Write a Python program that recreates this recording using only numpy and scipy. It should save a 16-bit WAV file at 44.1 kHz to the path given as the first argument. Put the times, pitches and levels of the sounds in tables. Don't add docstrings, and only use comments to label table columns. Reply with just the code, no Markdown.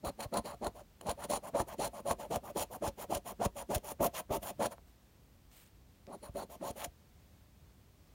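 import sys
import numpy as np
from scipy import signal
from scipy.fft import rfft, irfft
from scipy.io import wavfile
from scipy.ndimage import uniform_filter1d

SR = 44100
rng = np.random.default_rng(int(sys.argv[2]) if len(sys.argv) > 2 else 0)


def unload_audio(sound):
    columns = np.transpose(np.atleast_2d(sound))
    steps = np.round(np.clip(columns, -1, 1) * 32767)
    wavfile.write(sys.argv[1], SR, steps.astype(np.int16))


def undo_db(level):
    steps = np.asarray(level, float) / 20
    return 10 ** steps


N = 358974

# (pitch [Hz], width [Hz], level [dB])
CARD_MODES = [(217, 16.6, -2), (390, 8.7, -5.5), (551, 49.4, -0.5), (693.4, 51, -1), (799, 57, -4),
              (937, 72, -4.5), (1086, 91, -6.5), (1335, 330, -12.5), (1810, 650, -16.5)]
# (frequency [Hz], level [dB per Hz])
COATING_COLOUR = [(700, -27), (1200, -4), (1900, -1.5), (3200, 1), (3800, -6.5), (4900, -6.5), (5800, -2),
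                  (7600, -2), (8900, -5.5), (10700, -1.5), (11800, -8), (12800, -14), (15900, -13.5)]

SET_OFF_S, RUN_OUT_S = 0.014, 0.0087
# (on pulls, on returns, per dB of hiss, per dB of flatness)
RASP_GRIP = (-9.5, -1, 0.36, 0.2539)


def rms_one(x):
    return x / np.sqrt(np.mean(x ** 2) + 1e-20)


def filtered(x, order, hz, kind="low"):
    return signal.sosfilt(signal.butter(order, hz, kind, fs=SR, output="sos"), x)


def gain_over_time(tables):
    out = np.zeros(N)
    for rows in map(np.array, tables):
        times, dbs = rows[:, 0], rows[:, 1]
        i = np.arange(int(times[0] * SR), min(int(times[-1] * SR), N))
        fade = np.minimum(np.minimum(i - i[0], i[-1] - i) / 200, 1)
        out[i] = np.maximum(out[i], fade * undo_db(np.interp(i / SR, times, dbs)))
    return out


def coloured(x, spectrum):
    hz, db = np.transpose(spectrum)
    grid = np.maximum(np.arange(4097) * SR / 8192, 1)
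    cepstrum = irfft(np.log(undo_db(np.interp(np.log(grid), np.log(hz), db))))
    cepstrum[1:4096] *= 2
    cepstrum[4097:] = 0
    response = irfft(np.exp(rfft(cepstrum)))
    return rms_one(signal.fftconvolve(x, response)[:N])


def resonance(x, hz, width_hz):
    r = np.exp(-np.pi * width_hz / SR)
    feedback = [1, -2 * r * np.cos(2 * np.pi * hz / SR), r * r]
    return signal.lfilter([(1 - r * r) / 2, 0, (r * r - 1) / 2], feedback, x + 1e-18)


def drift(rate_hz):
    return rms_one(filtered(rng.standard_normal(N + 9000), 2, rate_hz)[9000:])


def grains(per_s, spread_db):
    sizes = undo_db(spread_db * np.minimum(rng.exponential(1, N), 4)) * rng.choice([-1, 1], N)
    return rms_one(sizes * (rng.random(N) < per_s / SR))


def clicks(times, dbs):
    out = np.zeros(N)
    out[(np.asarray(times) * SR).astype(int)] = undo_db(np.asarray(dbs))
    return out


def strokes():
    # (start [s], length [s], card drumming [dB], coating hiss [dB], growth along the stroke [dB])
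    pulls = [(0.037, 0.069, -39, -52, 6), (0.324, 0.079, -36, -48.5, 10), (0.615, 0.075, -39.5, -54, 6),
             (1.055, 0.068, -38.5, -47, 26), (1.294, 0.092, -38, -41, -6), (1.538, 0.089, -35.5, -47, 11),
             (1.788, 0.1, -38.5, -43.5, -10.5), (2.054, 0.083, -36.5, -44.5, 12),
             (2.304, 0.076, -36.5, -46.5, 4), (2.555, 0.089, -38.5, -41, 3), (2.818, 0.08, -37, -46.5, 7.5),
             (3.096, 0.09, -38.5, -45.5, 7), (3.396, 0.073, -35.5, -46, 18.5),
             (3.694, 0.089, -36.5, -46.5, 3), (4.0, 0.079, -31.5, -43, 15), (4.3, 0.078, -35.5, -46.5, 9.5),
             (4.594, 0.083, -34, -42.5, 5), (6.071, 0.094, -49, -70.5, 27), (6.35, 0.099, -43, -53.5, -1.5),
             (6.608, 0.11, -42.5, -50.5, 5.5)]
    # (start [s], length [s], card drumming [dB], coating hiss [dB], growth along the stroke [dB])
    returns = [(0.187, 0.08, -45.5, -57, -15), (0.445, 0.11, -47.5, -53.5, -15.5),
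               (0.747, 0.077, -54.5, -62.5, -7), (1.175, 0.087, -47, -53.5, 10),
               (1.429, 0.073, -47.5, -54, -2), (1.671, 0.082, -48.5, -52.5, -0.5),
               (1.929, 0.083, -48.5, -55, 0), (2.187, 0.082, -46.5, -53.5, -9),
               (2.429, 0.088, -49.0, -57, 7), (2.702, 0.071, -47.5, -57, 6),
               (2.976, 0.077, -47, -48.5, 2.5), (3.252, 0.078, -46.5, -48, -1),
               (3.556, 0.079, -46.5, -49, -3), (3.83, 0.099, -48, -50, 12), (4.133, 0.078, -45, -42, 12.5),
               (4.419, 0.1, -46.1, -48, 3), (4.708, 0.037, -49.5, -53, -10), (6.225, 0.08, -54, -61.5, -24),
               (6.493, 0.075, -54, -56.5, -1.5), (6.755, 0.11, -47.5, -50.5, 10)]
    # (start [s], length [s], card drumming [dB], coating hiss [dB], growth along the stroke [dB])
    creeps = [
        (1.014, 0.11, -56, -68, 1),
    ]
    rows = [(*row, 0) for row in pulls] + [(*row, 1) for row in returns + creeps]
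    return np.array(sorted(rows))


def grip(rule):
    # (time [s], level [dB])
    flatness = [(0, 17), (.45, 18.5), (1.1, 13), (1.35, 4), (1.55, 9), (2.1, 3), (2.6, -3), (3.4, -1),
                (4.3, -14), (4.6, 7), (6.07, 34.5), (6.36, 15.5), (6.5, -18), (6.62, 11), (6.8, -9)]
    on_pull, on_return, per_hiss, per_flatness = rule
    usual_hiss_db = -53
    rows = strokes()
    db = np.where(rows[:, 5], on_return, on_pull)
    db = db + per_hiss * (rows[:, 3] - usual_hiss_db)
    db = db + per_flatness * np.interp(rows[:, 0], *np.transpose(flatness))
    starts = ((rows[1:, 0] - SET_OFF_S) * SR).astype(int)
    return np.repeat(db, np.diff(np.append(0, starts), append=N))


def speed():
    rest_speed, top_speed = 0.13, (0.9, 0.88)
    fastest_at = (0.63, 0.6)
    out = np.full(N, rest_speed)
    for start, length, *_, way in strokes():
        w = int(way)
        i = np.arange(int((start - SET_OFF_S) * SR), int((start + length + RUN_OUT_S) * SR))
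        turn = np.interp(np.linspace(0, 1, len(i)), [0, fastest_at[w], 1], [0, np.pi / 2, np.pi])
        out[i] = rest_speed + (top_speed[w] - rest_speed) * np.abs(np.sin(turn)) ** 1.064
    return out * undo_db(0.25 * grip(RASP_GRIP))


def swell(start, length, db, slope_db, arch_db, rise_s, fall_s):
    i = np.arange(max(int((start - .05) * SR), 0), int((start + length + .06) * SR))
    t = i / SR - start
    along = np.clip(t / length, 0, 1) - .5
    edges = undo_db(20 - 20 * t / rise_s) + undo_db(20 - 20 * (length - t) / fall_s)
    return i, undo_db(db + slope_db * along - 4 * arch_db * along ** 2) / np.sqrt(1 + edges)


def drumming():
    # (time [s], level [dB])
    surges = [(0.05, -40), (0.372, -32), (0.666, -29), (1.089, -27), (1.336, -29), (1.553, -22),
              (1.601, -22.5), (1.815, -40), (1.846, -35), (2.111, -25), (2.361, -27.5), (2.562, -29.5),
              (2.827, -33), (3.124, -26), (3.416, -26), (3.459, -25), (4.008, -24), (4.309, -26),
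              (6.357, -38), (6.624, -44)]
    rise_s, fall_s = (0.0059, 0.0058), (0.0079, 0.0046)
    follows, sag_db = (0.42, 0.54), (5., -2.1)
    arch_db = (-0.7, -2.3)
    surge_rise_s, surge_fall_s = 0.0023, 0.0055
    power = np.zeros(N)
    for start, length, db, _, growth, way in strokes():
        w = int(way)
        slope_db = follows[w] * growth - sag_db[w]
        i, gain = swell(start, length, db, slope_db, arch_db[w], rise_s[w], fall_s[w])
        power[i] += gain ** 2
    for s, db in surges:
        i, gain = swell(s - surge_rise_s, surge_rise_s + surge_fall_s, db, 0, 0, surge_rise_s, surge_fall_s)
        power[i] += gain ** 2
    return np.sqrt(power)


def reach(ratio):
    return ratio ** 1.9 / (1 + ratio ** 5)


def card():
    # (pitch [Hz], width [Hz], level under the card [dB])
    table_top = [(53.6, 8.2, -6), (115, 31, -14.5), (184.7, 55, -10)]
    pressure_grip = (6.5, 2.5, -0.27, 0.06)
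    finger_damping_hz, lumpy_db = 30, 2
    evened = .85
    slips = grains(per_s=4000, spread_db=3.5)
    bump_rate_hz = 1257.0 * speed()
    modes = np.zeros(N)
    for k, (hz, width, db) in enumerate(CARD_MODES):
        gain = undo_db(db + lumpy_db * drift(25.0) + grip(pressure_grip) * (hz < 450))
        tone = resonance(slips, hz, width + finger_damping_hz)
        modes += (-1) ** k * gain * reach(hz / bump_rate_hz) * tone
    modes = filtered(modes, 2, 2300.)
    steady = modes / uniform_filter1d(modes ** 2 + 1e-12, size=700) ** (evened / 2)
    drive = drumming()
    table = sum(undo_db(db + 19.5) * resonance(drive * slips, hz, width) for hz, width, db in table_top)
    return drive * rms_one(steady) + table


def tear():
    late_s, early_s = (0.0013, 0.0027), (0.0036, 0.0029)
    rise_s, fall_s = (0.0073, 0.0081), (.0045, .006)
    arch_db = (4, 2.6)
    out = np.zeros(N)
    for start, length, _, db, growth, way in strokes():
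        w = int(way)
        tearing_s = length - late_s[w] - early_s[w]
        i, gain = swell(start + late_s[w], tearing_s, db, growth, arch_db[w], rise_s[w], fall_s[w])
        out[i] += gain
    return out


def coin(force):
    # (pitch [Hz], width [Hz], level over the hiss [dB])
    coin_modes = [(4200, 510, -3), (6950, 490, -0.5), (9700, 350, 17.5), (14400, 3450, 9.5)]
    grip_damping_hz = 250
    low_db = grip((-4.5, -5.5, 0.58, 1.))
    high_db = grip((-5.5, -7.5, -0.16, 0.0854))
    duller_db = -0.2 * low_db
    rasp = filtered(force, 2, 3800.)
    top = filtered(force, 2, 11000., "high")
    out = force + (undo_db(grip(RASP_GRIP)) - 1) * rasp + (undo_db(duller_db) - 1) * top
    for free_db, (hz, width, db) in zip([low_db, .5 * high_db, high_db, duller_db], coin_modes):
        damped = width + grip_damping_hz
        ring = resonance(resonance(force, hz, damped), hz, damped)
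        out = out + undo_db(db + free_db + 2. * drift(6.4)) * ring
    return out


def coating():
    tearing = coloured(grains(per_s=30000, spread_db=2.5), COATING_COLOUR) * undo_db(1.6 * drift(140))
    below = [filtered(tearing, 2, hz) for hz in (2310.0, 3550.0, 6140.0, 8850.0)] + [tearing]
    ranges = np.diff([np.zeros(N)] + below, axis=0)
    patchy = np.zeros(N)
    for part, speed_power in zip(ranges, (0.96, 0.23, 0.062, 0.037, 0.048)):
        patchy += part * undo_db(2.2 * drift(12.3)) * speed() ** speed_power
    return tear() * rms_one(coin(patchy))


def snags():
    # (time [s], peak [dB], length [s])
    ridges = [(0.046, -30.5, 0.014), (0.075, -39, 0.009), (0.202, -25, 0.011), (0.2233, -28.5, 0.026),
              (0.3366, -27.5, 0.009), (0.3693, -21.5, 0.01), (0.45, -39, 0.015), (0.642, -31.5, 0.01),
              (0.6677, -18, 0.0024), (1.0105, -29.5, 0.004), (1.066, -30.5, 0.0057), (1.091, -22.5, 0.008),
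              (1.201, -38, 0.0061), (1.237, -28.5, 0.018), (1.595, -22, 0.0029), (1.841, -24.5, 0.022),
              (2.1106, -13, 0.0027), (2.357, -18.5, 0.005), (2.605, -27, 0.0072), (2.875, -25, 0.0063),
              (3.1455, -21.5, 0.012), (3.448, -23, 0.016), (3.7457, -15.5, 0.0091), (3.7557, -17, 0.0052),
              (3.778, -31.5, 0.0069), (4.364, -32, 0.013), (4.426, -32.5, 0.017), (6.707, -31, 0.0057),
              (6.8417, -21, 0.011), (6.8575, -34, 0.0033)]
    builds_s = 0.0017
    burst, t = np.zeros(N), np.arange(SR // 20) / SR
    for s, db, length in ridges:
        i = int(s * SR)
        shape = np.tanh(t / builds_s) * np.exp(-(t / max(length, .001)) ** 4)
        burst[i:i + len(t)] += undo_db(db - 18.5) * shape
    return coin(burst * coloured(rng.standard_normal(N), COATING_COLOUR))


def knocks():
    # (time [s], peak [dB])
    drops = [(0.372, -25), (0.665, -13), (1.012, -19), (1.09, -22), (1.337, -33), (1.551, -32),
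             (1.599, -23), (1.813, -33), (1.845, -33), (2.11, -2), (2.359, -18), (2.828, -29), (3.12, -37),
             (3.413, -40), (3.458, -9), (3.761, -23), (4.008, -49), (4.034, -21), (4.059, -10),
             (4.311, -18), (4.623, -8), (4.653, -35), (4.782, -26)]
    s, peak_db = np.transpose(drops)
    strengths = rng.normal(0, 0.67, (len(s), len(CARD_MODES)))
    rung = np.zeros(N)
    for k, (hz, width, db) in enumerate(CARD_MODES):
        rung += resonance(clicks(s, peak_db + db + 14 + strengths[:, k]), hz, width)
    return filtered(rung, 2, 1300)


def dig():
    # (time [s], level [dB])
    dig_curves = [
        [(6.758, -64), (6.776, -56), (6.82, -51), (6.85, -51), (6.861, -72)],
    ]
    fibres = filtered(grains(per_s=5800, spread_db=7), 2, [1000., 3500.], "band")
    return gain_over_time(dig_curves) * rms_one(fibres)


def shoves():
    # (time [s], peak [dB], pitch [Hz])
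    pushes = [(0.07, -33, 61), (0.263, -33, 90.5), (0.395, -39, 57.7), (0.675, -34, 83), (1.091, -33, 65.6),
              (1.605, -30.5, 73.6), (2.111, -30.5, 80), (2.369, -33, 74.6), (2.607, -38, 75),
              (2.881, -30, 76), (3.163, -33, 66), (3.466, -24.5, 90), (3.765, -24, 79), (4.007, -35, 77.6),
              (4.308, -30.5, 88), (4.382, -41, 73), (4.604, -47, 107), (6.298, -36.5, 88.5),
              (6.708, -35, 130), (6.881, -41, 68.4)]
    cycles = 0.34
    out, t = np.zeros(N), np.arange(SR // 8) / SR
    for s, db, hz in pushes:
        i = int((s - .004) * SR)
        swing = np.sin(2 * np.pi * hz * t) * np.tanh(t * hz * 9.9) * np.exp(-t * hz / cycles)
        out[i:i + len(t)] -= undo_db(db + 6.5) * swing
    return out


def touches():
    # (time [s], peak [dB])
    ticks = [
        (1.0102, -42),
        (5.5153, -48),
        (5.664, -48),
        (6.0683, -39.5),
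    ]
    s, db = np.transpose(ticks)
    decay = np.exp(-np.arange(400) / (0.00065 * SR))
    burst = signal.fftconvolve(clicks(s, db - 2.5), decay)[:N]
    return filtered(burst * rng.standard_normal(N), 4, [300., 7000.], "band")


def wipe():
    # (time [s], level [dB])
    finger_curves = [
        [(4.85, -98), (4.872, -77), (4.886, -67), (4.92, -81)],
        [(5.49, -86), (5.522, -63.5), (5.584, -59), (5.676, -68.5), (5.72, -80)],
    ]
    # (frequency [Hz], level [dB per Hz])
    skin_colour = [(880, -4.5), (1500, -5), (2060, -3), (3300, -2.5), (5840, -10), (8660, -3), (10400, -11),
                   (12700, -5), (15800, -4)]
    skin = coloured(rng.standard_normal(N), skin_colour)
    return gain_over_time(finger_curves) * skin * undo_db(1.7 * drift(60))


def room(x):
    t60_s, room_db = 0.1, -18.5
    t = np.arange(int(.4 * SR)) / SR
    tail = rng.standard_normal(len(t)) * undo_db(-60 * t / t60_s) * (t > .004)
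    tail = signal.lfilter([.4], [1, -.6], tail)
    return undo_db(room_db) * signal.fftconvolve(x, tail / np.sqrt(np.sum(tail ** 2)))[:N]


def air():
    # (frequency [Hz], level [dB per Hz])
    air_colour = [(12, -54), (25, -8.5), (58, -0.5), (120, -9), (230, -15), (380, -21.5), (600, -24),
                  (1400, -31.5), (4000, -35), (7500, -38.5), (9500, -39.5), (10500, -41.5), (11500, -40),
                  (15900, -36.5)]
    return undo_db(-60.5 + .5 * drift(3.5)) * coloured(rng.standard_normal(N), air_colour)


def scene():
    near = card() + coating() + snags() + knocks() + touches() + wipe()
    space = room(near) + shoves() + air()
    return (near + space + dig())[None]


def low_pass(x):
    return signal.sosfilt(signal.butter(12, 16460, fs=SR, output="sos"), x)


def record(dry):
    thin = filtered(dry, 3, 40., "high")
    cut = signal.sosfilt(signal.ellip(10, .5, 70, 15950, fs=SR, output="sos"), thin)
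    return low_pass(cut)


dry = scene()
out = record(dry)
unload_audio(out)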